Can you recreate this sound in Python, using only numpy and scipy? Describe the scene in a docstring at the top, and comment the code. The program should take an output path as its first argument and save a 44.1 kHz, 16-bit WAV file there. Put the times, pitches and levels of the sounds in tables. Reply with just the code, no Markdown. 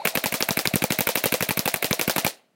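"""In a yard, an electric airsoft gun fires one long automatic burst at a paper target on a cardboard box.
A wavering motor whine and noisy gear rattle run over faint outdoor noise. In each cycle a noise rush leads
to a cluster of metal contacts that set gun modes ringing, with a thump and one echo. About 18 ms later
the pellet cracks on the box beside the microphone: filtered snaps, noise crackle, ringing cardboard modes.
Decaying noise bands give the yard's short bright wash."""
import sys
import numpy as np
from scipy import signal
from scipy.fft import rfft, irfft
from scipy.io import wavfile

SR = 44100
rng = np.random.default_rng(int(sys.argv[2]) if len(sys.argv) > 2 else 0)


def bounce(signal):
    """Save signal as a 16-bit WAV file at the path given by the first command-line argument."""
    frames = np.transpose(np.atleast_2d(signal))
    limited = np.clip(frames, -1, 1)
    pcm = np.round(limited * 32767).astype(np.int16)
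    wavfile.write(sys.argv[1], SR, pcm)


N = 112455


def from_db(db):
    """Turn decibels into amplitude gain."""
    return 10 ** (np.asarray(db, float) / 20)


def rms_one(x):
    """Scale a signal to an rms of 1."""
    return x / np.sqrt(np.mean(x ** 2) + 1e-20)


def noise():
    """White noise as long as the scene."""
    return rng.standard_normal(N)


def band(x, low_hz, high_hz):
    """Keep what lies between two frequencies."""
    sos = signal.butter(2, [low_hz, high_hz], "band", fs=SR, output="sos")
    return signal.sosfilt(sos, x)


def clicks(start_s, gains):
    """Place one impulse per event over a vanishingly small floor."""
    out = np.full(N, 1e-18)
    index = np.clip((np.asarray(start_s) * SR).astype(int), 0, N - 1)
    np.add.at(out, index, gains)
    return out


def ring(x, pitch_hz, t60_s):
    """A two-pole resonator: each click sets off a sine that falls 60 dB in t60_s."""
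    radius = from_db(-60 / (t60_s * SR))
    angle = 2 * np.pi * pitch_hz / SR
    return signal.lfilter([0, np.sin(angle)], [1, -2 * radius * np.cos(angle), radius ** 2], x)


def power_decay(t60_s):
    """Per-sample factor by which power falls 60 dB in t60_s."""
    return from_db(-120 / (t60_s * SR))


def dying(start_s, level_db, t60_s):
    """Amplitude envelope of overlapping decays, summed as powers."""
    power = clicks(start_s, from_db(2 * level_db))
    return np.sqrt(signal.lfilter([1], [1, -power_decay(t60_s)], power))


def drift(rate_hz):
    """Smoothed random wander of rms 1, after one second of settling."""
    r = np.exp(-2 * np.pi * rate_hz / SR)
    wander = signal.lfilter([1], [1, -2 * r, r * r], rng.standard_normal(N + SR))
    return rms_one(wander[SR:])


# spectrum of the outdoor air: pitch_hz [Hz], level_db [dB per Hz, relative]
YARD_SPECTRUM = [(35, -45), (60, -20), (222, -2.5), (308, -9), (666, -13), (1060, -20.5), (1280, -17.5),
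                 (16000, -35.5)]
YARD_DB = -69.5  # rms


def yard():
    """Faint outdoor air: noise shaped to a spectrum on a log-frequency scale."""
    pitch_hz, level_db = np.transpose(YARD_SPECTRUM)
    f = np.arange(N // 2 + 1) * SR / N + 1  # 1 Hz offset avoids log(0)
    shape = from_db(np.interp(np.log(f), np.log(pitch_hz), level_db))
    air = irfft(rfft(noise()) * shape, N)
    return from_db(YARD_DB) * rms_one(air)


# motor start: start_s [s], whine pitch_hz [Hz], whine level_db [dB rms, before flutter]
SPIN_UP = [(0.0, 765, -35.5), (0.014, 937, -40), (0.02, 936, -40), (0.034, 620, -52), (0.048, 637, -37)]
# gear rattle resonances: centre pitch_hz [Hz], width_hz [Hz], level_db [dB rms]
GEARS = [(671, 230, -47.5), (900, 1500, -51.5), (2330, 640, -53.5), (4130, 600, -51.5),
         (5430, 10400, -58.5)]
STEADY_S, WHINE_HZ, WHINE_DB = 0.07, 658, -51  # where the whine settles
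WHINE_WAVER, WHINE_FLUTTER_DB = 0.036, 4.5  # rms pitch fraction, rms level
MOTOR_STOP_S, MOTOR_FADE_S = 2.27, 0.052  # the fade is an exponential time constant


def motor():
    """A sine whine that overshoots in pitch at the start, with gear rattle as resonant noise bands."""
    t = np.arange(N) / SR
    start_s, pitch_hz, level_db = np.transpose(list(SPIN_UP) + [(STEADY_S, WHINE_HZ, WHINE_DB)])
    # the waver begins at the last start-up point, before the whine settles
    waver = WHINE_WAVER * drift(24.2) * (t > start_s[-2])
    pitch = np.interp(t, start_s, pitch_hz) * (1 + waver)
    level = from_db(np.interp(t, start_s, level_db) + WHINE_FLUTTER_DB * drift(60))
    whine = np.sqrt(2) * level * np.sin(2 * np.pi * np.cumsum(pitch) / SR)
    gears = 0
    for centre_hz, width_hz, gear_db in GEARS:
        rattle = band(noise(), centre_hz - width_hz / 2, centre_hz + width_hz / 2)
        gears = gears + from_db(gear_db) * rms_one(rattle)
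    fade = np.exp(-np.maximum(t - MOTOR_STOP_S, 0) / MOTOR_FADE_S)
    return (whine + gears) * fade


FAVOUR_DB_PER_OCTAVE, FAVOUR_MAX_DB = 6, 2.5  # modes far from the favoured pitch ring less


def struck(start_s, level_db, modes, spread_db, favoured_hz=None):
    """Modal ringing: every blow strikes every mode with a random strength of its own."""
    chance = rng.standard_normal((len(start_s), len(modes)))
    out = 0
    for k, (pitch_hz, mode_db, t60_s) in enumerate(modes):
        loss_db = 0
        if favoured_hz is not None:
            octaves_away = np.abs(np.log2(pitch_hz / favoured_hz))
            loss_db = np.minimum(FAVOUR_DB_PER_OCTAVE * octaves_away, FAVOUR_MAX_DB)
        blows = clicks(start_s, from_db(level_db + mode_db - loss_db + spread_db * chance[:, k]))
        out = out + (-1) ** k * ring(blows, pitch_hz, t60_s)  # neighbouring modes alternate in sign
    return out


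THUMP_HZ, THUMP_T60_S, THUMP_SOFT_HZ, THUMP_GAIN_DB = 202.4, 0.017, 700, 12.5


def thump(start_s, level_db):
    """A low thump near 200 Hz: a softened click, randomly flipped, in a heavily damped resonance."""
    click = clicks(start_s, from_db(level_db + THUMP_GAIN_DB) * rng.choice([-1, 1], len(start_s)))
    r = np.exp(-2 * np.pi * THUMP_SOFT_HZ / SR)
    soft_click = signal.lfilter([1 - r], [1, -r], click)
    return ring(soft_click, THUMP_HZ, THUMP_T60_S)


# piston slams: start_s [s], ring_db, thump_db, treble tick_db [dB, before the gains]
SHOTS = [(0.054, -14.5, -33, -14), (0.1542, -16.5, -37, -16), (0.2405, -18, -33, -15),
         (0.3241, -19.5, -32, -19.5), (0.407, -18, -31, -17.5), (0.4892, -17, -28, -13.5),
         (0.5727, -18, -23, -14), (0.6555, -17.5, -41, -16.5), (0.7385, -19, -18, -21),
         (0.822, -17, -27, -21), (0.9057, -17, -20.5, -21.5), (0.989, -16.5, -23, -15.5),
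         (1.072, -16, -33, -14.5), (1.1566, -15, -33, -10.5), (1.2401, -15.5, -29, -13.5),
         (1.324, -16, -27.5, -14), (1.408, -18.5, -24.5, -17.5), (1.4905, -18, -24, -15.5),
         (1.574, -18, -27, -14.5), (1.6581, -17, -26, -15), (1.742, -17, -28.5, -12),
         (1.8267, -18, -45, -15.5), (1.9105, -18, -18, -19), (1.9952, -18, -37.5, -18.5),
         (2.0789, -16.5, -22.5, -16.5), (2.163, -16, -27.5, -14.5), (2.2482, -16, -25, -15)]
# ringing modes of the gun body: pitch_hz [Hz], level_db [dB, relative], t60_s [s]
GUN_MODES = [(340, -8, 0.019), (667, -2.5, 0.011), (1567, -3.5, 0.0086), (2330, 2.5, 0.007),
             (2670, -4, 0.013), (3760, -8, 0.0056)]
# treble resonances heard in the tick, the highest probably the microphone's:
# pitch_hz [Hz], level_db [dB, relative], t60_s [s]
TICK_RESONANCES = [(6500, -18, .004), (9480, -2, 0.0013), (13900, 2, 0.002)]
# metal contacts of one slam: lag_s from its stated time [s], ring_db, tick_db [dB, relative]
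CONTACTS = [(-.0036, -18, -15.5), (-.0022, -12.5, -21.5), (-.0012, -9.5, -18.5), (-.0004, 2, -1),
            (.0006, -14, -14.5)]
GUN_GAIN_DB, TICK_GAIN_DB = 1.5, 7.5
RUSH_S, RUSH_DB = 0.0032, -9.5  # air and rattle of the travelling piston, relative to the ring level
ECHO_S, ECHO_DB, ECHO_LOW_HZ = 0.0064, -10.5, 900


def piston():
    """A swelling noise rush, a run of contacts that ring and tick, one hard echo and a thump."""
    start_s, ring_db, thump_db, tick_db = np.transpose(SHOTS)
    ramp = np.linspace(.25, 1, int(RUSH_S * SR)) ** 2
    swell = signal.fftconvolve(clicks(start_s - RUSH_S, from_db(ring_db + RUSH_DB)), ramp)[:N]
    rush = swell * rms_one(band(noise(), 410, 5200) + .3 * noise())
    body = struck(start_s, ring_db + GUN_GAIN_DB, GUN_MODES, spread_db=2.0)
    tick = struck(start_s, tick_db + TICK_GAIN_DB, TICK_RESONANCES, spread_db=2.0)
    slam = 0
    for lag_s, body_db, treble_db in CONTACTS:
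        contact = from_db(body_db) * body + from_db(treble_db) * tick
        slam = slam + np.roll(contact, int(lag_s * SR))
    echo = from_db(ECHO_DB) * np.roll(band(slam, ECHO_LOW_HZ, 18000), int(ECHO_S * SR))
    return rush + slam + echo + thump(start_s, thump_db)


# pellet strikes: start_s [s], box_db [dB], favoured box_hz [Hz], thump_db [dB],
# crack_db around 2, 5 and 12 kHz [dB], wash_db [dB]; all levels before the gains
HITS = [(0.0732, -30, 509, -38, -16, -32, -18, -31), (0.1737, -18, 565, -27, -16, -37, -21, -33),
        (0.2592, -20, 544, -25, -23, -20, -20.5, -30.5), (0.341, -39, 534, -27.5, -19, -29, -25, -30.5),
        (0.4255, -24, 820, -44, -31, -12.5, -34, -33.5), (0.5079, -21, 640, -23.5, -45, -12.5, -28, -32),
        (0.5912, -24, 686, -37, -22, -17.5, -21, -31.5), (0.6739, -30.5, 569, -25, -43, -11.5, -19, -36),
        (0.7573, -22, 488, -18.5, -42, -29, -14, -32), (0.8403, -16, 610, -21.5, -34, -18, -15.5, -35),
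        (0.9224, -21, 539, -29, -20, -13, -30, -31), (1.0076, -21.5, 571, -27, -30, -24, -13, -32),
        (1.09, -17, 557, -45, -34, -19, -20, -31), (1.173, -26, 642, -37, -25, -27, -25, -30.5),
        (1.2577, -19, 710, -24, -24, -28, -16, -29.5), (1.3408, -19.5, 528, -38, -30, -17, -19, -30.5),
        (1.4251, -21, 540, -27, -20, -22, -22, -31.5), (1.5082, -19, 640, -23, -23.5, -25.5, -21, -33),
        (1.5927, -31.5, 590, -23, -45, -10, -16, -33), (1.677, -18, 515, -51.5, -31, -19, -23, -29.5),
        (1.7603, -40, 647, -42, -36, -32, -25.5, -38.5), (1.8444, -22, 669, -27, -40, -17.5, -19, -30),
        (1.9295, -19.5, 576, -39, -32, -10, -33, -33.5), (2.0132, -24, 665, -38, -19.5, -17.5, -16.5, -31),
        (2.0971, -22.5, 533, -43, -19.5, -17, -19.5, -30.5),
        (2.1815, -19, 770, -28, -26, -18.5, -21, -29.5), (2.2658, -19.5, 685, -33, -27, -17, -21, -31)]
# ringing modes of the cardboard box: pitch_hz [Hz], level_db [dB, relative], t60_s [s]
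BOX_MODES = [(332, -7, 0.017), (416, -2, 0.038), (508, -0.5, 0.045), (607, -3, .03), (692, -5.5, 0.023),
             (848, 1, 0.029), (1005, -4, 0.025), (1253, -10, .02), (2390, -1, 0.028), (4450, -8, .025)]
# edges of the three crack bands: low_hz [Hz], high_hz [Hz]
CRACK_BANDS = [(1400, 2640), (3200, 6600), (8000, 14200)]
# crackle decay in each crack band: t60_s [s]
CRACK_DECAYS = [0.012, 0.0062, 0.007]
# crackle trim in each crack band: gain_db [dB]
CRACK_GAINS = [4.5, 2.5, 4.5]
# trim of the first contact in each crack band: gain_db [dB]
SNAP_GAINS = [19, 15.5, 7.5]
BOX_GAIN_DB, KNOCK_GAIN_DB = -1.5, 25.5  # the knock is the first contact in the low middle


def pellets():
    """A click knocks and snaps through filters, noise crackles, the cardboard rings and thumps."""
    hit_s, box_db, box_hz, thump_db, *crack_db, _ = np.transpose(HITS)
    start_s = hit_s - .0004
    sign = rng.choice([-1, 1], len(hit_s))
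    crack = band(clicks(start_s, sign * from_db(box_db + KNOCK_GAIN_DB)), 350, 1400)
    settings = zip(crack_db, SNAP_GAINS, CRACK_GAINS, CRACK_DECAYS, CRACK_BANDS)
    for level_db, snap_db, gain_db, t60_s, edges_hz in settings:
        snap = band(clicks(start_s, sign * from_db(level_db + snap_db)), *edges_hz)
        crackle = dying(start_s, level_db + gain_db, t60_s) * rms_one(band(noise(), *edges_hz))
        crack = crack + snap + crackle
    box = struck(start_s, box_db + BOX_GAIN_DB, BOX_MODES, spread_db=3.5, favoured_hz=box_hz)
    return crack + box + thump(start_s, thump_db)


# wash by band: centre pitch_hz [Hz], level_db [dB], t60_s [s], late_db [dB], late_t60_s [s],
# slam_db after a slam [dB]; all levels relative
WASH_BANDS = [(150, -19, 0.047, -47, 0.27, -11.5), (306, -5.5, 0.058, -30.5, 0.3, -4),
              (590, -4.5, 0.079, -26.5, 0.41, -5.5), (1110, -9.5, .12, -41.5, .4, -7),
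              (2260, -8, 0.16, -25.5, 0.38, -1), (4630, -7.5, .13, -16, 0.22, -14.5),
              (8350, -11.5, 0.17, -26.5, 0.26, -11), (14000, -3.5, 0.097, -25.5, 0.23, -5.5)]
SLAM_WASH_T60_S, SLAM_WASH_DB = 0.053, -7.5
SLAP_S, SLAP_SPREAD_S, SLAP_DB, SLAP_LOW_HZ = 0.01, 0.0014, -4.5, 3000  # treble swells as near walls answer
WASH_GRAIN_DB, WASH_GRAIN_HZ = 3, 290  # random level flicker


def wash():
    """The yard's answer: grainy noise that dies band by band after each strike and slam."""
    hit_s, hit_db = np.array(HITS)[:, 0], np.array(HITS)[:, -1]
    slam_s, ring_db = np.array(SHOTS)[:, 0], np.array(SHOTS)[:, 1]
    centres = np.array(WASH_BANDS)[:, 0]
    edges = np.r_[centres[0] / 2, np.sqrt(centres[1:] * centres[:-1]), 18000]
    bump = signal.windows.gaussian(int(6 * SLAP_SPREAD_S * SR), SLAP_SPREAD_S * SR / 2)
    bump = bump / bump.sum()
    out = 0
    for row, low_hz, high_hz in zip(WASH_BANDS, edges, edges[1:]):
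        pitch_hz, level_db, t60_s, late_db, late_t60_s, slam_db = row
        early = dying(hit_s, hit_db + level_db + 7, t60_s)
        late = dying(hit_s, hit_db + late_db + 11.5, late_t60_s)
        after_slam = dying(slam_s, ring_db + SLAM_WASH_DB + slam_db, SLAM_WASH_T60_S)
        power = early ** 2 + late ** 2 + after_slam ** 2
        if pitch_hz > SLAP_LOW_HZ:
            slap = clicks(hit_s + SLAP_S, from_db(2 * (hit_db + level_db + SLAP_DB)))
            swell = signal.fftconvolve(slap, bump, "same")
            # 16 on the amplitude scale is 8 dB of power
            power = power + np.abs(signal.lfilter([from_db(16)], [1, -power_decay(t60_s)], swell))
        grain = from_db(WASH_GRAIN_DB * drift(WASH_GRAIN_HZ))
        out = out + np.sqrt(power) * grain * rms_one(band(noise(), low_hz, high_hz))
    return out


def scene():
    """Sum all sources into one channel."""
    return (yard() + motor() + piston() + pellets() + wash())[None]


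MIC_LOW_HZ, CUTOFF_HZ, CEILING = 111, 16900, 1


def record(dry):
    """The microphone drops the bass, peaks are rounded by tanh and the top is cut steeply."""
    bass_cut = signal.butter(3, MIC_LOW_HZ, "high", fs=SR, output="sos")
    top_cut = signal.cheby2(12, 50, CUTOFF_HZ, fs=SR, output="sos")  # 50 dB down at the cutoff
    x = signal.sosfilt(bass_cut, dry)
    rounded = CEILING * np.tanh(x / CEILING)
    return signal.sosfilt(top_cut, rounded)


dry = scene()
out = record(dry)
bounce(out)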